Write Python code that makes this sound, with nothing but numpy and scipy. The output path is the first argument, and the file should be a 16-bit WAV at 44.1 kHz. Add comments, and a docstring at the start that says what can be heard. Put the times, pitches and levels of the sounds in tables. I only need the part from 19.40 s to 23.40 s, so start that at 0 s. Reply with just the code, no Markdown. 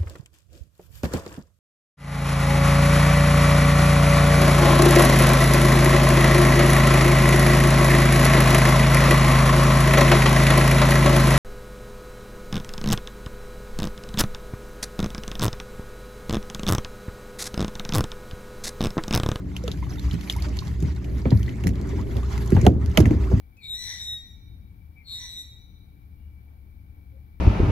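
"""A small open boat lies beside a rock face. From the start wind rumbles, a low motor-like hum grows,
and water washes and drips on the rock, its bubbles ringing as tiny resonators. Gear bumps the hull,
softly at first, each impact exciting the hull's damped modes. Near 3.3 s and 3.6 s come two hard
clattering knocks that make the recorder's gain control duck."""
import sys
import numpy as np
from scipy import signal
from scipy.fft import rfft, irfft
from scipy.io import wavfile
from scipy.ndimage import uniform_filter1d

SR = 44100
rng = np.random.default_rng(int(sys.argv[2]) if len(sys.argv) > 2 else 0)


def inscribe(sig):
    """Save sig as 16-bit PCM at rate SR to the path in sys.argv[1].

    A 1-D sig is mono; a 2-D sig holds one channel per row.
    Samples are clipped to [-1, 1] before scaling.
    """
    pcm = np.round(np.clip(np.atleast_2d(sig).T, -1, 1) * 32767)
    wavfile.write(sys.argv[1], SR, pcm.astype(np.int16))


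N = 176400
T = np.arange(N) / SR

# normal modes of the hull (frequency [Hz], level [dB], t60 [s])
HULL_MODES = [(71.9, -5, 0.99), (84.6, 7, 0.19), (107.2, 4, 0.26), (116.8, -28, 0.39), (169, -25, 0.2),
              (221, -5.5, 0.23), (259.6, -6, 0.3), (306, -16.5, 0.48), (359, -7, 0.19), (397, -1.5, 0.077),
              (463, -28.5, 0.21), (512, -14.5, 0.085), (637, -17.5, 0.15), (773, -18, 0.09)]
# bands of dense panel vibration (centre [Hz], level [dB], t60 [s])
PANEL_BANDS = [(47, -13, 0.41), (95.6, -8, 0.67), (192, -6, 0.41), (417, -9.5, 0.27), (850, -13.5, 0.11),
               (1690, -15, 0.15), (3130, -1, 0.1)]
# blows on the hull (time [s], level [dB], bass boost [dB], low-pass [Hz], note [Hz], note level [dB],
# bending wave level [dB], sweep time [s], twice the pan [dB])
KNOCKS = [(0.277, -28, -2, 1320, 1310, -6.5, -28, 0.0064, 8),
          (0.644, -29, -1, 119, 66.8, 19.5, -8, .008, 2), (.733, -27, 0, 308, 170.4, 11, 2, 0.00595, -17),
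          (1.424, -24.5, 6, 370, 147.6, 11, 6.5, 0.0052, -1),
          (1.854, -20.5, 0, 1120, 521, 0, 4, 0.0059, -0.5),
          (1.866, -23, -1, 298, 227, 6.5, -13, 0.0062, -1), (1.916, -24, 5, 1300, 970, -11, 17, 0.0062, -4),
          (1.923, -16, 3.5, 203, 119.7, 2, -14, .006, 3), (1.947, -22, -1, 241, 201, 8, -4, 0.0041, -4),
          (2.238, -26.5, 6, 616, 208, 4, 0, 0.0061, -4), (2.257, -22, 5, 426, 181.6, 8, -3, 0.00713, 1),
          (2.532, -34, 16, 600, 392, 8, -16, 0.00626, -3), (2.755, -24, -4, 585, 97.6, 9, -10, 0.0066, -8),
          (3.121, -16.5, -9, 328, 372, 5.5, 10.5, 0.0044, -6),
          (3.144, -19.5, -2.5, 230, 103, 10.5, 10.5, 0.0044, 2),
          (3.165, -18.5, 10, 1340, 773, -8.5, 3.5, 0.00612, 3),
          (3.19, -26.5, 7, 258, 80.6, 7, 1, 0.0039, -6), (3.229, -17, 6, 330, 363, 1.5, -10, .006, -6),
          (3.25, -19.5, -5, 800, 584, -2, -3, 0.0052, -7),
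          (3.265, -2.5, -1, 845, 717.5, -3.5, 4.5, .005, -5.5),
          (3.277, -12, 0, 500, 425, 6.5, 15.5, 0.0039, 3),
          (3.305, -13.5, -3, 388, 301, 9.5, -5, 0.0058, -2),
          (3.345, -16, -3.5, 380, 105, 10, -10, 0.0055, 5), (3.431, -27, 19, 403, 107.4, 5, -6, 0.0056, -1),
          (3.574, -12, 4.5, 700, 630, 3, 8.5, 0.00815, -6.5),
          (3.597, -9, -2, 528, 319, 3.5, -0.5, 0.0063, -6),
          (3.628, -13.5, 2.5, 320, 81, 1, 4, 0.00506, 0.5), (3.655, -16, 6.5, 580, 112, -3, -11, .0075, -4),
          (3.707, -13.5, -7, 600, 303, 9, -8, 0.0068, 6), (3.733, -19.5, 2.5, 308, 308, -14, 3, 0.0052, 0),
          (3.915, -22.5, -22, 915, 480, 2, -8, 0.0058, -8),
          (3.928, -15.5, 6, 330, 90.3, 1, 2.5, 0.0056, 0.5)]
def knock(db, bass_db, lowpass_hz, note_hz, note_db, bend_db, sweep_s):
    """Modal response: a blow rings the hull and the struck spot; soft contacts miss the high modes."""
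    t = T[:SR // 2]
    def envelope(hz, level_db, t60):
        return amp(level_db - 60 * t / t60) * (1 - np.exp(-t * hz))  # builds over one cycle
    ring = np.zeros((2, len(t)))
    for hz, level_db, t60 in HULL_MODES:
        detuned_hz = hz * (1 + 0.0097 * rng.standard_normal())
        ring += envelope(hz, level_db, t60) * np.sin(2 * np.pi * (detuned_hz * t + rng.random()))
    for hz, level_db, t60 in PANEL_BANDS:
        band = by_hz([(hz / 2, 0), (hz, 1), (hz * 2, 0)], len(t))
        contact = envelope(hz, level_db=-8.5, t60=0.055)
        ring += (envelope(hz, level_db, t60) + contact) * noise(band, len(t))
    bass_shelf = amp(bass_db / (1 + (np.fft.rfftfreq(SR, 1 / SR) / 162) ** 4))  # corner at 162 Hz
    ring = irfft(rfft(ring, SR) * bass_shelf)[:, :len(t)]
    ring = signal.sosfilt(signal.butter(3, lowpass_hz, fs=SR, output="sos"), ring)
    note = envelope(note_hz, note_db, t60=0.048 + 14 / note_hz) * np.sin(2 * np.pi * note_hz * t)
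    return amp(db) * (amp(-3) * ring + note + bending_wave(bend_db, sweep_s))


def bending_wave(db, sweep_s, end_hz=67.8, fall_hz=892):
    """Dispersion: treble outruns bass through the hull, giving one short falling thud."""
    sweeps = T[:SR // 2] / sweep_s
    cycles = np.cumsum(end_hz + fall_hz * np.exp(-sweeps)) / SR
    age = sweeps / 2.47  # 1 at the envelope's peak
    arch = age * np.exp((1 - age ** 2) / 2)
    return amp(db) * arch ** 3 * np.sin(2 * np.pi * cycles)


# spectrum of a clack's sharp edge (frequency [Hz], level [dB])
EDGE_SPECTRUM = [(300, 8.5), (1200, 4), (3000, 2.5), (4500, 2), (6500, 6.5), (9000, -0.5), (12800, 0.5),
                 (14200, -2), (16000, -37)]
# clacks of gear and slaps of water (time [s], level [dB], pitch [Hz], edge level [dB], pan [dB])
CLACKS = [(0.165, -27, 2800, -1.5, -3), (0.238, -39.5, 5800, 1, -1), (0.2785, -28, 3280, -1.5, -3),
          (0.3157, -25.5, 3860, -7, 1), (0.595, -37, 3980, 2, -3), (.7113, -32, 3330, -9, -2),
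          (.731, -41.5, 4960, 5.5, 6), (0.8104, -32.5, 3390, -1.5, 1), (0.8985, -16.5, 3370, -6.5, 2),
          (0.9132, -41, 6500, 2, 0), (0.9248, -36, 7900, 4, 4), (.9375, -42, 6260, -8, 3),
          (.964, -36, 11200, 3, -2), (1.001, -42, 13000, 1, 0), (1.0224, -30, 4350, 0.5, -1),
          (1.1689, -35.5, 2090, 2, -1), (1.1887, -23.5, 4200, -17, -2), (1.424, -41, 2580, 6, -6),
          (1.473, -50, 2980, -4, -5), (1.644, -36, 2800, -5, -4), (1.817, -43, 4500, -14, 2),
          (1.855, -29.5, 2010, -28, 0), (1.9052, -29, 3940, -11, 1), (1.973, -39.5, 4600, -20, 0),
          (2.03, -37.5, 3120, 3, 0), (2.062, -40.5, 4150, -12, 0), (2.08, -33, 2010, -13, 2),
          (2.092, -34.5, 2680, -12, -2), (2.2379, -29.5, 2350, -5.5, -3.5), (2.2696, -23, 2170, 1.5, -4.5),
          (2.2772, -39.5, 2100, 10, 9), (2.29, -38, 2580, 3, -4), (2.356, -44, 3540, 1, -1),
          (2.413, -45.5, 4200, 7, 5), (2.491, -40.5, 6050, -9, 5), (2.767, -34.5, 3380, -6, -10),
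          (2.978, -30, 2170, 0, 0), (3.12, -26, 1810, -12.5, -1), (3.168, -31, 1730, -23, 1),
          (3.2135, -29.5, 6600, -3, -1), (3.251, -39, 1560, 8.5, 1), (3.2655, -15, 3060, 1.5, 0),
          (3.279, -30, 2980, 5, -1), (3.4602, -39, 2000, 9.5, -4), (3.5734, -6.5, 2200, -3.5, 2.5),
          (3.5732, -11, 3050, -10.5, -1), (3.576, -16, 1200, -28, -8), (3.6027, -23, 1870, 1.5, -10),
          (3.607, -33, 6000, 11, 5), (3.6558, -16.5, 2000, -13, -0.5), (3.708, -25.5, 2000, -12, -3)]
def clack(db, hz, edge_db, q=5.3, rise_s=0.00043):
    """Impulse response: a broadband edge, a damped resonance, then scattering from boat and rock."""
    n = SR // 5
    t, f = T[:n], np.fft.rfftfreq(n, 1 / SR) + 1
    def burst(spectrum, level_db, t60):
        return noise(spectrum, n) * amp(level_db - 60 * t / t60)
    resonance = 1 / (1 + (q * (f / hz - hz / f) / 2) ** 2)
    resonance /= 1 + (f / hz / 2) ** 4  # steeper upper skirt
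    edge = amp(by_hz(EDGE_SPECTRUM, n))
    direct = burst(resonance, 0, t60=0.018) + burst(edge, edge_db, t60=0.013)
    scatter = burst(resonance + 0.5 * amp(edge_db) * edge, -17, t60=0.11)
    return amp(db) * (direct + scatter) * (1 - np.exp(-t / rise_s))


# spectra of the moving water (frequency [Hz], level [dB])
WASH_SPECTRUM = [(700, -4.5), (1300, -5), (2050, -0.5), (2800, -4), (4000, -5.5), (5000, -6), (7000, -10),
                 (8200, -5.5), (9500, -54), (16000, -63)]
SPRAY_SPECTRUM = [(6000, -26), (9200, -12), (10500, -10), (12900, -6), (13800, -9), (15000, -23),
                  (16500, -35)]
GURGLE_SPECTRUM = [(250, -7), (600, -1.5), (1000, 2.5), (1500, -1), (2500, -32)]
HOLLOW_SPECTRUM = [(1300, -27), (1750, -5.5), (2050, -4), (2350, -10), (2900, -33)]
# envelopes of the spray and the hollow resonance between boat and rock (time [s], relative level [dB])
SPRAY_LEVEL = [(0, -83.5), (0.15, -58), (0.42, -59), (0.57, -51), (0.7, -61), (0.84, -55), (0.92, -44),
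               (1.02, -56), (1.1, -73), (1.2, -58), (1.55, -73), (1.76, -55), (1.85, -72), (1.97, -45.5),
               (2.15, -64), (2.27, -80), (2.58, -64), (2.77, -53), (2.88, -64), (3.03, -50), (3.2, -53),
               (3.32, -75), (3.42, -75), (3.55, -56), (3.61, -60.5), (3.75, -58), (3.98, -58)]
HOLLOW_LEVEL = [(0, -64), (1.0, -56.5), (1.6, -59), (2.08, -52.5), (2.25, -55), (2.7, -53.5), (3.0, -61.5),
                (3.2, -47), (3.35, -58), (3.65, -50.5), (4.0, -54)]
# envelopes of wash and gurgle (time [s], relative wash level [dB], relative gurgle level [dB])
WATER_LEVELS = [(0.0, -61.5, -60.5), (0.17, -54, -52), (0.32, -52.5, -59), (0.6, -50.5, -58.5),
                (0.88, -51, -52.5), (1.0, -49.5, -54), (1.26, -53, -55), (1.45, -52, -57.5),
                (1.7, -59, -57.5), (1.96, -52.5, -55.5), (2.28, -58.5, -56.5), (2.39, -54, -52),
                (2.85, -52, -52), (3.13, -47, -46), (3.25, -47, -47.5), (3.35, -58, -47), (3.5, -50, -49.5),
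                (3.63, -43.5, -35), (3.77, -51.5, -47.5), (4.0, -49, -47)]
def water():
    """Amplitude modulation: four noises swell on their own curves; the hiss dips briefly after 3.3 s."""
    wash = patchy_noise(WASH_SPECTRUM) * amp(over_time(WATER_LEVELS) - 1)
    spray = patchy_noise(SPRAY_SPECTRUM) * amp(over_time(SPRAY_LEVEL) - 7)
    gurgle = patchy_noise(GURGLE_SPECTRUM) * amp(over_time(WATER_LEVELS, column=2) + 1)
    hollow = patchy_noise(HOLLOW_SPECTRUM) * amp(over_time(HOLLOW_LEVEL))
    return (wash + spray + gurgle + hollow) * amp(2.5 * drift(rate_hz=18.7))


# envelope of the fizz against the wash (time [s], relative level [dB])
FIZZ_LEVEL = [(0, -1), (1.2, 0), (2.2, -2), (2.9, 1), (4.0, -4.5)]
def fizz(bubbles_per_s=380, splashes_per_s=16, centre_hz=3084, trials=2400):
    """Shot noise: tiny bubbles and splashes occur at random, their level following the wash."""
    out = np.zeros((2, N))
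    level_db = over_time(WATER_LEVELS) + over_time(FIZZ_LEVEL)
    uniform, normal = rng.random((trials, 3)), rng.standard_normal((trials, 3))
    for (when, chance, rarity), (pitch, life, side) in zip(uniform, normal):
        s, db = when * N / SR, level_db[int(when * N)]
        hz = np.clip(centre_hz * 2 ** (0.85 * pitch), 500, 9000)
        strength = min(-np.log(rarity), 3.5)
        if chance < bubbles_per_s * N / SR / trials:
            t60 = 23 / hz * np.exp(0.5 * life)  # about 23 cycles
            add(out, s, bubble(db + 1.5 + 4 * strength, hz, t60, glide=1.5), pan_db=3 * side - 2)
        if chance < splashes_per_s * N / SR / trials:
            add(out, s, clack(db + 7 + 2 * strength, hz, edge_db=0), pan_db=-2)
    return out


# clear bubbles and drips (time [s], level [dB], pitch [Hz], t60 [s], relative glide [1/s])
BUBBLES = [(0.239, -25, 496, 0.12, -0.5), (0.282, -23.5, 455, 0.051, -7.5), (.426, -27, 947, 0.035, 14),
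           (.428, -37, 2070, .04, 3), (.496, -34.5, 6020, .02, 3), (0.505, -35, 5250, 0.023, -3),
           (.535, -37.5, 5670, 0.032, -2), (0.5834, -34, 3660, 0.033, -1), (.8824, -43, 2120, .05, 14),
           (0.898, -2.5, 3390, 0.0057, -11), (.908, -32, 2920, 0.034, 1), (0.925, -21.5, 4970, 0.011, 4),
           (.934, -35, 2260, 0.055, -5), (0.961, -31, 868, 0.078, 10.5), (.986, -34, 2110, 0.043, 2),
           (1.065, -39, 605, 0.16, 0.5), (1.19, -37, 2840, 0.024, -5), (2.079, -34, 1950, 0.079, 3.5),
           (1.222, -28, 1080, 0.025, -2), (2.588, -35.5, 898, 0.12, 11), (2.829, -36, 1100, 0.085, 9)]
def bubble(db, hz, t60, glide, rise_s=0.0011):
    """Damped oscillation of trapped air; an upward glide marks a bubble nearing the surface."""
    t = T[:int(t60 * SR) + 2]
    envelope = amp(db - 60 * t / t60) * (1 - np.exp(-t / rise_s))
    return envelope * np.sin(2 * np.pi * hz * t * (1 + glide * t / 2))


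# spectra of wind and slosh (frequency [Hz], level [dB])
WIND_SPECTRUM = [(15, -21), (32, -9), (48, -5), (62, 12), (80, 10), (105, 1), (150, -0.5), (220, -19.5),
                 (400, -49.5)]
SLOSH_SPECTRUM = [(100, 0.5), (200, 1.5), (290, 1), (390, -5), (480, -13.5), (650, -18.5), (1200, -65)]
# their envelopes (time [s], relative wind level [dB], relative slosh level [dB])
RUMBLE_LEVELS = [(0.0, -37, -37.5), (0.6, -27, -39), (0.79, -34, -39.5), (1.79, -27, -37),
                 (2.24, -36.5, -35), (2.45, -29.5, -27.5), (2.8, -23, -36), (3.14, -36, -35),
                 (3.34, -29, -28.5), (4.0, -34, -34)]
def rumble():
    """Turbulence: gusting wind and water sloshing under the hull give uneven low noise."""
    wind = noise(amp(by_hz(WIND_SPECTRUM, N)), N)
    wind *= amp(over_time(RUMBLE_LEVELS) - 1.5 + 4 * drift(rate_hz=6.6))
    slosh = noise(amp(by_hz(SLOSH_SPECTRUM, N)), N)
    slosh *= amp(over_time(RUMBLE_LEVELS, column=2) - 2 + 2.86 * drift(rate_hz=8.1))
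    return wind + slosh


# partials of the hum (frequency [Hz], level at the start [dB], level from 3 s on [dB])
HUM_PARTIALS = [(60.5, -38.5, -26), (86.8, -54, -43), (118.4, -44.5, -33.5), (181.6, -42, -42),
                (214.7, -53, -46.5), (288.8, -46, -52), (366, -59, -46.5), (399.4, -66, -44.5)]
def hum():
    """Superposition: low tones waver in frequency and amplitude, as of an idling motor."""
    out = np.zeros(N)
    for hz, early_db, late_db in HUM_PARTIALS:
        cycles = np.cumsum(hz * (1 + 0.015 * drift(rate_hz=16.1))) / SR + rng.random()
        level_db = np.interp(T, [0, 3], [early_db, late_db]) + 2.5 * drift(rate_hz=4.3)
        out += amp(level_db) * np.sin(2 * np.pi * cycles)
    return np.sqrt(2) * out


# likeness of the two channels (frequency [Hz], correlation [0-1])
COHERENCE = [(60, 0.84), (250, 0.94), (500, 0.26), (1000, 0.5), (2000, 0.33), (4000, 0.66), (7000, 0.62),
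             (9000, 1), (12000, 0.72)]
def noise(gain, n):
    """Partial coherence: random-phase mid and side signals form stereo noise of a given spectrum."""
    mid, side = np.exp(2j * np.pi * rng.random((2, n // 2 + 1)))
    coherence = by_hz(COHERENCE, n)
    mid, side = mid * np.sqrt(1 + coherence), side * np.sqrt(1 - coherence)
    return unit(irfft(np.array([mid + side, mid - side]) * gain, n))


def patchy_noise(spectrum, depth_db=3.5):
    """Spectral modulation: the colour of a noise shifts in small random patches."""
    frames = dict(nperseg=512, noverlap=384)
    cells = signal.stft(noise(amp(by_hz(spectrum, N)), N), **frames)[2]
    patches = uniform_filter1d(rng.standard_normal(cells.shape[:0:-1]), size=7, axis=0)  # over time
    patches = uniform_filter1d(patches, size=6, axis=1)  # over frequency
    return unit(signal.istft(cells * amp(depth_db * unit(patches).T), **frames)[1][:, :N])


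def drift(rate_hz):
    """Low-passed noise: a slow wander of rms 1."""
    f = np.fft.rfftfreq(N, 1 / SR)
    return unit(irfft(rfft(rng.standard_normal(N)) * (f > 0) * np.exp(-(f / rate_hz) ** 2), N))


def amp(db):
    """Decibels to amplitude ratio."""
    return 10 ** (np.asarray(db) / 20)


def unit(x):
    """Normalisation to rms 1."""
    return x / np.sqrt(np.mean(x ** 2) + 1e-20)


def by_hz(points, n):
    """Interpolation over log frequency at the bins of n samples."""
    f, value = np.transpose(points)
    return np.interp(np.log(np.fft.rfftfreq(n, 1 / SR) + 1), np.log(f), value)


def over_time(rows, column=1):
    """Interpolation of one column at every sample."""
    rows = np.array(rows)
    return np.interp(T, rows[:, 0], rows[:, column])


def add(mix, s, sound, pan_db=0):
    """Level panning: a sound enters at time s, its left channel pan_db above its right."""
    part = mix[:, max(round(s * SR), 0):][:, :sound.shape[-1]]
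    part += (sound * amp([[pan_db / 2], [-pan_db / 2]]))[:, :part.shape[1]]


def scene():
    """Linear superposition of wind, hum, impacts and water."""
    mix = rumble() + hum()
    for s, *blow, double_pan_db in KNOCKS:
        add(mix, s, knock(*blow), double_pan_db / 2)
    for s, db, hz, edge_db, pan_db in CLACKS:
        add(mix, s, clack(db, hz, edge_db), pan_db)
    mix += water() + fizz()
    for s, *shape in BUBBLES:
        add(mix, s, bubble(*shape))
    return mix


# left microphone port against the right (frequency [Hz], phase lead [rad])
PORT_PHASE = [(40, 0), (400, 0.5), (800, 0.28), (1500, 1.48), (2500, -0.56), (4300, 0), (5200, -1.83),
              (6200, 0), (6900, 1), (7500, 2), (8300, 3.5), (9400, 3), (10500, 5), (11300, 6.5), (13500, 3),
              (14300, -11)]
# the same ports (frequency [Hz], level difference [dB])
PORT_BALANCE = [(60, -1), (130, 3), (280, -1.5), (500, -3.5), (800, -7), (1100, -1), (2000, 1.5),
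                (5000, -3.5), (12000, 1)]
def record(dry, threshold_db=-10.5, duck_share=0.68, recover_db_per_s=37, attack_s=0.0046, ceiling=0.84):
    """Compression: gain control ducks loud peaks from two microphone ports, then a soft ceiling acts."""
    n, sides = N + SR // 10, np.array([[0.5], [-0.5]])
    ports = np.exp(1j * by_hz(PORT_PHASE, n) * sides) * amp(by_hz(PORT_BALANCE, n) * sides)
    x = irfft(rfft(dry, n) * ports, n)[:, :N]
    x = signal.sosfilt(signal.butter(8, 14300, fs=SR, output="sos"), x)  # treble roll-off
    power_db = 10 * np.log10(abs(uniform_filter1d((x ** 2).mean(0), size=500)) + 1e-12)
    held_db = np.maximum.accumulate(power_db + recover_db_per_s * T) - recover_db_per_s * T
    excess_db = np.maximum(held_db - threshold_db, 0)
    pole = np.exp(-1 / (attack_s * SR))
    x = x * amp(-duck_share * signal.lfilter([1 - pole], [1, -pole], excess_db))
    x = x / (1 + (x / ceiling) ** 6) ** (1 / 6)
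    band_limit = signal.firwin(511, 16400, window=("kaiser", 9), fs=SR)
    return signal.oaconvolve(x, band_limit[None], "same")


dry = scene()
out = record(dry)
inscribe(out)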